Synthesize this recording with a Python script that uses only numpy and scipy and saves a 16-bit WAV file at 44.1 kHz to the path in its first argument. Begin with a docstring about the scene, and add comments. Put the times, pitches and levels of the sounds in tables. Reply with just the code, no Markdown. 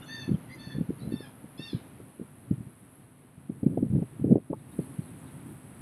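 """A sunny thicket, heard through the microphone of a hand-held camera. Some way off, a gull-like bird
gives four arched nasal cries, the first three led in by a soft rising note; the leaves reflect them.
Two katydids rasp their wings steadily and small birds chip, over a far wash of air and a faint motor hum.
Right at the microphone, the breeze rumbles and shifting hands send in dull bumps and rubbing."""
import sys
import numpy as np
from scipy import signal
from scipy.fft import rfft, irfft
from scipy.io import wavfile
from scipy.ndimage import uniform_filter1d, map_coordinates

SR = 44100
rng = np.random.default_rng(int(sys.argv[2]) if len(sys.argv) > 2 else 0)


def generate_wav(sig):
    """Save sig (samples, or channels by samples) to the path in sys.argv[1] as 16-bit PCM at SR."""
    pcm = np.round(np.clip(np.atleast_2d(sig).T, -1, 1) * 32767).astype(np.int16)
    wavfile.write(sys.argv[1], SR, pcm)


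N = 256220
TIME = np.arange(N) / SR

# Far air, and breeze on the microphone. Each row: time in seconds, relative level in dB.
AIR_LEVEL = [(0, -61), (1.15, -62.5), (1.4, -64.5), (1.8, -61.5), (2.25, -66), (3, -67.5), (3.35, -69.5),
             (4.2, -65.5), (4.38, -71.5), (4.55, -69), (4.8, -61.5), (5.81, -62.5)]
BREEZE_LEVEL = [(0, -50), (1.1, -51), (1.5, -54.5), (2.4, -53.5), (3.35, -58), (3.85, -46.5), (4.5, -57.5),
                (4.8, -46), (5.81, -52)]
# Their spectra. Each row: frequency in Hz, relative level in dB.
AIR_SPECTRUM = [(150, 4), (350, 5), (600, 3.5), (1000, 1), (1600, -3), (2500, -7.5), (4000, -15),
                (5200, -24.5), (7000, -26.5), (12000, -16), (16000, -39.5)]
BREEZE_SPECTRUM = [(20, -42), (45, -20), (80, -4.5), (130, 3.5), (200, -4), (280, -4), (400, -16),
                   (600, -30.5), (1500, -63), (6000, -85)]
# A far motor. Each row: pitch in Hz, amplitude in dB against the breeze.
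MOTOR_TONES = [(138, -7), (256, -4)]

# Faint small birds. Each row: centre and half length in seconds, pitch in Hz, level in dB.
BIRD_CHIPS = [(0.045, .005, 6700, -68), (0.054, .007, 7450, -72), (.35, 0.0073, 3150, -62),
              (0.554, 0.0048, 6560, -67), (4.594, .012, 3780, -74), (4.73, .01, 3800, -69),
              (4.83, .014, 4200, -74), (5.035, 0.0122, 3950, -72), (5.09, .015, 3720, -73),
              (5.2, .012, 7600, -72), (5.28, 0.013, 3800, -69)]
# Insects behind the katydids. Each row: centre and half length in seconds, band centre and width in Hz,
# level in dB.
INSECT_SWELLS = [(1.2, 0.39, 11400, 700, -73), (2.946, 0.046, 11160, 400, -64),
                 (4.765, .04, 13100, 1000, -70), (4.857, 0.11, 10900, 450, -65),
                 (5.52, .06, 13100, 600, -73)]
# Both katydids together. Each row: time in seconds, level in dB.
KATYDID_LEVEL = [(0.03, -62), (0.81, -64), (1.13, -60.5), (1.47, -62.5), (2.88, -64.5), (2.94, -65.5),
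                 (3.04, -66.5), (3.34, -68), (3.68, -64), (4.29, -64), (4.39, -69.5), (4.69, -62),
                 (4.8, -56.5), (4.82, -59), (5.78, -61)]
# The second katydid slowly takes over. Each row: time in seconds, level in dB against the near one.
SECOND_KATYDID_LEVEL = [(0, -14), (1.4, -6.5), (2.9, 0.5), (4.8, 3.5), (5.81, 11)]
# Wing resonances. Each row: centre and width in Hz, strength in dB for the near and the second katydid.
WING_RESONANCES = [(8040, 260, -23, -8.5), (8320, 550, -24, -5), (8720, 580, -17, -5.5),
                   (9000, 280, -5.5, -4), (9460, 630, -7.5, -5), (9840, 110, 2, -3), (9950, 480, -12.5, -2),
                   (10490, 280, -0.5, 1.5), (10800, 300, 1.5, 4.5), (11040, 260, -0.5, -7),
                   (11420, 260, -4.5, -9.5), (11870, 260, -5.5, -12.5), (12650, 180, -19.5, -6.5),
                   (13100, 160, -14, -10.5), (13400, 500, -21.5, -19), (14400, 1300, -27, -25)]

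# Hands bumping the camera. Each row: time in seconds, relative peak in dB, pitch in Hz,
# relative scuff strength in dB.
HAND_BUMPS = [(.293, -20.5, 261, -32), (.317, -16.5, 171, -40), (.346, -20.5, 160, -39),
              (0.675, -33, 152, -16.5), (0.786, -19, 221, -25), (0.812, -14.5, 180, -33),
              (.895, -20, 180, -36), (0.906, -19.5, 285, -33), (1.077, -25.5, 220, -23),
              (1.124, -21, 286, -35), (1.142, -19, 202, -39), (1.207, -32.5, 328, -21),
              (1.445, -32, 237, -23), (1.597, -27, 273, -19), (1.734, -23, 270, -27), (1.75, -19, 147, -39),
              (2.003, -37.5, 393, -11), (2.199, -28.5, 316, -28), (2.216, -24.5, 188, -24),
              (2.514, -12, 192, -44), (2.583, -32, 146, -37), (2.608, -28, 144, -46),
              (2.671, -32.5, 135, -38), (3.382, -38, 153, -35), (3.5, -20, 210, -22),
              (3.634, -17, 236, -19), (3.667, -6.5, 210, -36), (3.776, -16.5, 282, -12.5),
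              (3.83, -12, 241, -27), (3.938, -14, 172, -32), (3.953, -15, 145, -21.5),
              (4.023, -19.5, 180, -13), (4.245, -13, 270, -22.5), (4.281, -17, 230, -29),
              (4.311, -12, 215, -17.5), (4.318, -11.5, 181, -20), (4.327, -9, 217, -24),
              (4.357, -11, 277, -13), (4.531, -24, 440, -4.5), (4.792, -18, 233, -18),
              (4.993, -22, 147, -37)]
# The grip sliding in runs of slips. Each row: start and length in seconds, relative peak in dB,
# pitch in Hz, relative scuff strength in dB.
GRIP_SLIDES = [(0.282, .065, -26, 170, -30), (.755, .03, -29, 165, -23), (1.02, .085, -33, 170, -19),
               (3.7, .175, -26.5, 205, -27), (3.905, .03, -21.5, 145, -37), (3.966, .035, -17, 200, -25),
               (4.204, .03, -25.5, 190, -30.5), (4.249, .135, -21, 225, -26), (4.503, .03, -23, 260, -15.5)]
# Skin on the camera body. Each row: frequency in Hz, relative level in dB.
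DULL_SCUFF_SPECTRUM = [(250, -21.5), (450, 5), (600, -8), (800, -19), (1100, -45.5), (1600, -46),
                       (6000, -110)]
SHARP_SCUFF_SPECTRUM = [(250, 8), (500, -7), (800, -3), (1200, -5), (1500, -34), (2200, -47), (6000, -100)]
RUB_SPECTRUM = [(30, -20), (70, -11.5), (115, 7), (220, 0), (400, -11.5), (600, -29.5), (900, -43.5),
                (2000, -73.5), (6000, -110)]

# Reflections off nearby leaves and stems. Each row: delay in seconds, gain in dB.
LEAF_REFLECTIONS = [(.0072, -2.5), (0.02, -4.5), (.033, -13.5), (0.053, -9.5)]
# Throat resonances that flare as a harmonic slides through. Each row: centre and width in Hz, boost in dB.
THROAT_RESONANCES = [(3000, 110, 3), (5090, 300, 12), (7420, 320, 17)]
# Rising lead-ins. Each row: start and length in seconds, starting pitch in Hz, relative level in dB.
LEAD_NOTES = [(-.01, 0.061, 687, -54.5), (.48, 0.077, 646, -57.5), (.98, 0.075, 636.6, -54.5)]
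# Arched cries. Each row: start, rise time and fall time in seconds, top pitch, rise and fall in Hz,
# relative level in dB, fade over the fall in dB.
ARCHED_CRIES = [(.058, 0.1153, 0.099, 900, 33, 36.7, -46.5, 0.5),
                (.575, 0.0832, 0.089, 892, 31, 32.5, -48.5, 1),
                (1.1, 0.094, 0.083, 892, 10.4, 101.7, -53.5, 1.5),
                (1.575, .062, .165, 915, 91, 184, -40, 18)]
# The timbre of each lead-in and each cry. Each row: strengths of harmonics 1 to 9 in dB.
LEAD_TIMBRES = [(-18, -4.5, -3.5, -10.5, -11, -15, -28, -28, -25),
                (-26, -11, 0, -18, -14, -12, -13, -28, -16), (-21, -14, -5, -14, -17, -13, -10, -41, -39)]
CRY_TIMBRES = [(-20.5, -2.5, -12.5, -7, -7.5, -29, -18, -48, -46),
               (-18, -1, -21.5, -8, -10, -35, -23, -46, -48),
               (-6.5, -5.5, -9, -3.5, -12.5, -23, -37, -42, -42),
               (-23, -18, -12.5, -7, -12, -23.5, -31, -53, -36)]
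# The first cries are the raspiest. Each row: pitch unsteadiness as a fraction, hoarseness in dB.
CRY_ROUGHNESS = [(.009, -7), (.008, -7), (.005, -12), (.004, -14)]


def undb(db):
    """Decibels to gain."""
    return 10 ** (np.asarray(db) / 20)


def unit(x):
    """Scale to rms 1."""
    return x / np.sqrt(np.mean(x ** 2))


def curve(table):
    """Join (seconds, value) points into a line through time."""
    return np.interp(TIME, *np.transpose(table))


def ramp(start_s, length_s):
    """Go from 0 to 1 over a stretch of time."""
    return np.clip((TIME - start_s) / length_s, 0, 1)


def noise(spectrum):
    """Noise of rms 1, coloured by (Hz, dB) points."""
    hz, db = np.transpose(spectrum)
    bins = np.maximum(np.fft.rfftfreq(N, 1 / SR), 1)
    gain = undb(np.interp(np.log(bins), np.log(hz), db))
    return unit(irfft(rfft(rng.standard_normal(N)) * gain, N))


def walk(rate_hz):
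    """A smooth random wander of rms 1."""
    step = int(SR / rate_hz)
    held = np.repeat(rng.standard_normal(N // step + 1), step)
    return unit(uniform_filter1d(uniform_filter1d(held, step), step)[:N])


def far_air():
    """A wash of distant air that slowly sinks and swells."""
    return noise(AIR_SPECTRUM) * undb(curve(AIR_LEVEL) + 6.5 + .5 * walk(13))


def motor_hum():
    """A far motor: two tones, each wavering a little in pitch and level."""
    hum = np.zeros(N)
    for hz, db in MOTOR_TONES:
        gain = undb(db + .58 * walk(2.2))
        pitch_hz = hz * (1 + .00528 * walk(8))
        hum += gain * np.sin(2 * np.pi * np.cumsum(pitch_hz) / SR)
    return hum


def breeze_and_motor():
    """Breeze rumbles unevenly on the microphone; the hum rises and falls along with it."""
    rumble = noise(BREEZE_SPECTRUM) * undb(2.5 + 1.8 * walk(25))
    return undb(curve(BREEZE_LEVEL)) * (rumble + motor_hum())


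def small_birds():
    """Tiny scratchy chips, each sliding down a little."""
    out = np.zeros(N)
    scratch = 1 + .068 * walk(1200)
    for centre_s, half_s, hz, db in BIRD_CHIPS:
        span = np.abs(TIME - centre_s) < 3 * half_s
        offset = (TIME[span] - centre_s) / half_s
        phase = 2 * np.pi * np.cumsum(hz * scratch[span] * (1 - .0199 * offset)) / SR
        out[span] += np.sqrt(2) * undb(db) * np.exp(-offset ** 2 / 2) * np.sin(phase)
    return out


def background_insects():
    """Narrow bands of high hiss swell briefly behind the katydids."""
    out = np.zeros(N)
    for centre_s, half_s, hz, width, db in INSECT_SWELLS:
        band = noise([(hz - 3 * width, -45), (hz - width / 2, -3),
                      (hz + width / 2, -3), (hz + 3 * width, -45)])
        swell = np.exp(-((TIME - centre_s) / half_s) ** 2 / 2)
        out += undb(db + 3.5 * walk(150)) * swell * band
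    return out


def wing_rasp(stroke_hz, duty, between_db, repeat_share):
    """The file rasps hardest for part of each stroke; the same teeth pass, so some of the rasp repeats."""
    position = np.cumsum(stroke_hz * (1 + .0012 * walk(12))) / SR % 1
    file = rng.standard_normal(int(SR / stroke_hz))
    teeth = unit(map_coordinates(file, [position * len(file)], order=3, mode="wrap"))
    rasp = np.sqrt(repeat_share) * teeth + np.sqrt(1 - repeat_share) * rng.standard_normal(N)
    stroke = np.where(position < duty, 1, undb(between_db))
    return stroke * rasp * undb(.5 * walk(60))


def wing_ring(rasp, insect):
    """The rasp rings the wings of the near katydid (0) or the second (1); rms 1."""
    bins = np.fft.rfftfreq(N, 1 / SR)
    power = sum(undb(2 * strengths_db[insect]) / (1 + (2 * (bins - hz) / width) ** 2) ** 2
                for hz, width, *strengths_db in WING_RESONANCES)
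    return unit(irfft(rfft(rasp) * np.sqrt(power), N))


def katydids():
    """Two katydids in the leaves beat against each other at different stroke rates."""
    near = wing_ring(wing_rasp(stroke_hz=102.8, duty=.5, between_db=-13, repeat_share=.35), insect=0)
    second = wing_ring(wing_rasp(stroke_hz=92.7, duty=.38, between_db=-3, repeat_share=.29), insect=1)
    balance = undb(curve(SECOND_KATYDID_LEVEL))
    return undb(curve(KATYDID_LEVEL)) * (near + balance * second) / np.hypot(1, balance)


def grip_slips(gap_s=.012, scatter_db=.5, scatter_octaves=.36):
    """A sliding grip sticks and lets go at uneven moments; each slip is a small bump of its own."""
    slips = []
    for start_s, length_s, db, hz, scuff_db in GRIP_SLIDES:
        for k, (late, softer, higher) in enumerate(rng.standard_normal((24, 3))):
            if k * gap_s < length_s:
                time_s = start_s + gap_s * (k + .2 * late)
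                pitch_hz = hz * 2 ** (scatter_octaves * higher)
                slips.append((time_s, db - scatter_db * softer, pitch_hz, scuff_db))
    return slips


def camera_bumps(decay_cycles=.38, scuff_rise_s=.00061, scuff_fall_s=.0063):
    """Each bump rocks the camera for a cycle or two, with a scuff of skin that is brighter when hard."""
    out = np.zeros(N)
    dull, sharp = noise(DULL_SCUFF_SPECTRUM), noise(SHARP_SCUFF_SPECTRUM)
    for time_s, db, hz, scuff_db in HAND_BUMPS + grip_slips():
        span = slice(max(int((time_s - .03) * SR), 0), int((time_s + .07) * SR))
        age = TIME[span] - time_s
        rock = np.sin(2 * np.pi * age * hz) / np.cosh(age * hz / decay_cycles)
        contact = 2 / (np.exp(-age / scuff_rise_s) + np.exp(age / scuff_fall_s))
        scuff = (sharp if scuff_db > -11.5 else dull)[span] * contact
        out[span] += undb(db) * (rock + undb(scuff_db - 3) * scuff)
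    return out


def handling(trail_s=.0084):
    """Right at the microphone: bumps, and the rubbing of the grip that trails each one."""
    bumps = camera_bumps()
    trail = np.exp(-TIME[:SR // 5] / trail_s)
    rub_power = np.abs(signal.fftconvolve(bumps ** 2, trail / trail.sum())[:N])
    rub = np.sqrt(rub_power) * noise(RUB_SPECTRUM)
    return undb(1.3) * bumps + undb(-5) * rub


def thicket(call, t60_s=.33, build_s=.033, tail_db=-16):
    """Swaying reflections beat against a gliding note; the leaves add a short diffuse tail."""
    early = call.copy()
    for delay_s, db in LEAF_REFLECTIONS:
        sway_s = .0001 * walk(6)
        early += undb(db) * np.interp(TIME - delay_s - sway_s, TIME, call, left=0)
    arrival = 1 - np.exp(-(TIME / build_s) ** 2)
    tail = rng.standard_normal(N) * arrival * undb(-60 * TIME / t60_s)
    return early + undb(tail_db) * signal.fftconvolve(early, tail / np.linalg.norm(tail))[:N]


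def envelope_db(start_s, length_s, attack_s, release_s, edge_db=-14.5):
    """A note swells from edge_db, holds at 0 dB and dies back to edge_db."""
    return edge_db * (1 - ramp(start_s, attack_s) + ramp(start_s + length_s - release_s, release_s))


def bird_voice(start_s, length_s, hz, db, harmonics_db, jitter, flutter_db, hoarse_db,
               darken_db_per_octave=0, pivot_hz=3740):
    """Harmonics on an unsteady pitch, shaped by throat and beak; each flutters and has a hoarse skirt."""
    gate = uniform_filter1d(1. * ((TIME >= start_s) & (TIME <= start_s + length_s)), 400)
    on = gate > 1e-6
    unsteady_hz = hz * (1 + jitter * walk(160))
    phase = 2 * np.pi * np.cumsum(unsteady_hz[on]) / SR
    tilt = darken_db_per_octave * (.5 - ramp(start_s, length_s)[on])  # treble sinks as the beak closes
    out = np.zeros(N)
    for k, strength_db in enumerate(harmonics_db, 1):
        skirt = undb(hoarse_db) * walk(420)[on] * np.cos(k * phase)
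        flutter = np.tanh(2 * walk(54.73)[on])  # swings quickly between strong and faint
        throat_db = sum(boost * np.exp(-2 * ((k * hz[on] - centre) / width) ** 2)
                        for centre, width, boost in THROAT_RESONANCES)
        beak_db = tilt * np.log2(k * hz[on] / pivot_hz)
        gain = undb(db[on] + strength_db + throat_db + beak_db + flutter_db * flutter)
        out[on] += gain * (np.sin(k * phase) + skirt)
    return np.sqrt(2) * out * gate


def lead_in(row, harmonics_db, rise_hz_per_s=660):
    """A soft hoarse note that slides steadily upward."""
    start_s, length_s, start_hz, db = row
    hz = start_hz + rise_hz_per_s * length_s * ramp(start_s, length_s)
    level_db = db + envelope_db(start_s, length_s, attack_s=.026, release_s=.023)
    return bird_voice(start_s, length_s, hz, level_db, harmonics_db,
                      jitter=.012, flutter_db=12, hoarse_db=-2)


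def cry(row, harmonics_db, jitter, hoarse_db):
    """The pitch climbs to a rounded top, then pitch and loudness sink together."""
    start_s, rise_s, fall_s, top_hz, rise_hz, fall_hz, db, fade_db = row
    length_s = rise_s + fall_s
    sink = np.sin(np.pi / 2 * ramp(start_s + rise_s, fall_s)) ** 2
    hz = top_hz - rise_hz * (1 - ramp(start_s, rise_s)) ** 3 - fall_hz * sink
    level_db = db - fade_db * sink + envelope_db(start_s, length_s, attack_s=.026, release_s=.024)
    return bird_voice(start_s, length_s, hz, level_db, harmonics_db, jitter,
                      flutter_db=6, hoarse_db=hoarse_db, darken_db_per_octave=6)


def gull_like_bird():
    """Nasal cries and their hoarser lead-ins reach the microphone through the thicket."""
    cries = sum(cry(row, timbre, *roughness)
                for row, timbre, roughness in zip(ARCHED_CRIES, CRY_TIMBRES, CRY_ROUGHNESS))
    leads = sum(lead_in(row, timbre) for row, timbre in zip(LEAD_NOTES, LEAD_TIMBRES))
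    return thicket(undb(-5.5) * cries + undb(-9) * leads)


def scene():
    """Everything, near and far, at one microphone."""
    wildlife = gull_like_bird() + small_birds() + katydids() + background_insects()
    return (wildlife + handling() + far_air() + breeze_and_motor())[None]


def record(dry):
    """The camera thins the deepest bass and cuts the top."""
    low_cut = signal.butter(1, 45, "high", fs=SR, output="sos")
    top_cut = signal.ellip(10, .2, 80, 15650, fs=SR, output="sos")
    return signal.sosfilt(top_cut, signal.sosfiltfilt(low_cut, dry))


dry = scene()
out = record(dry)
generate_wav(out)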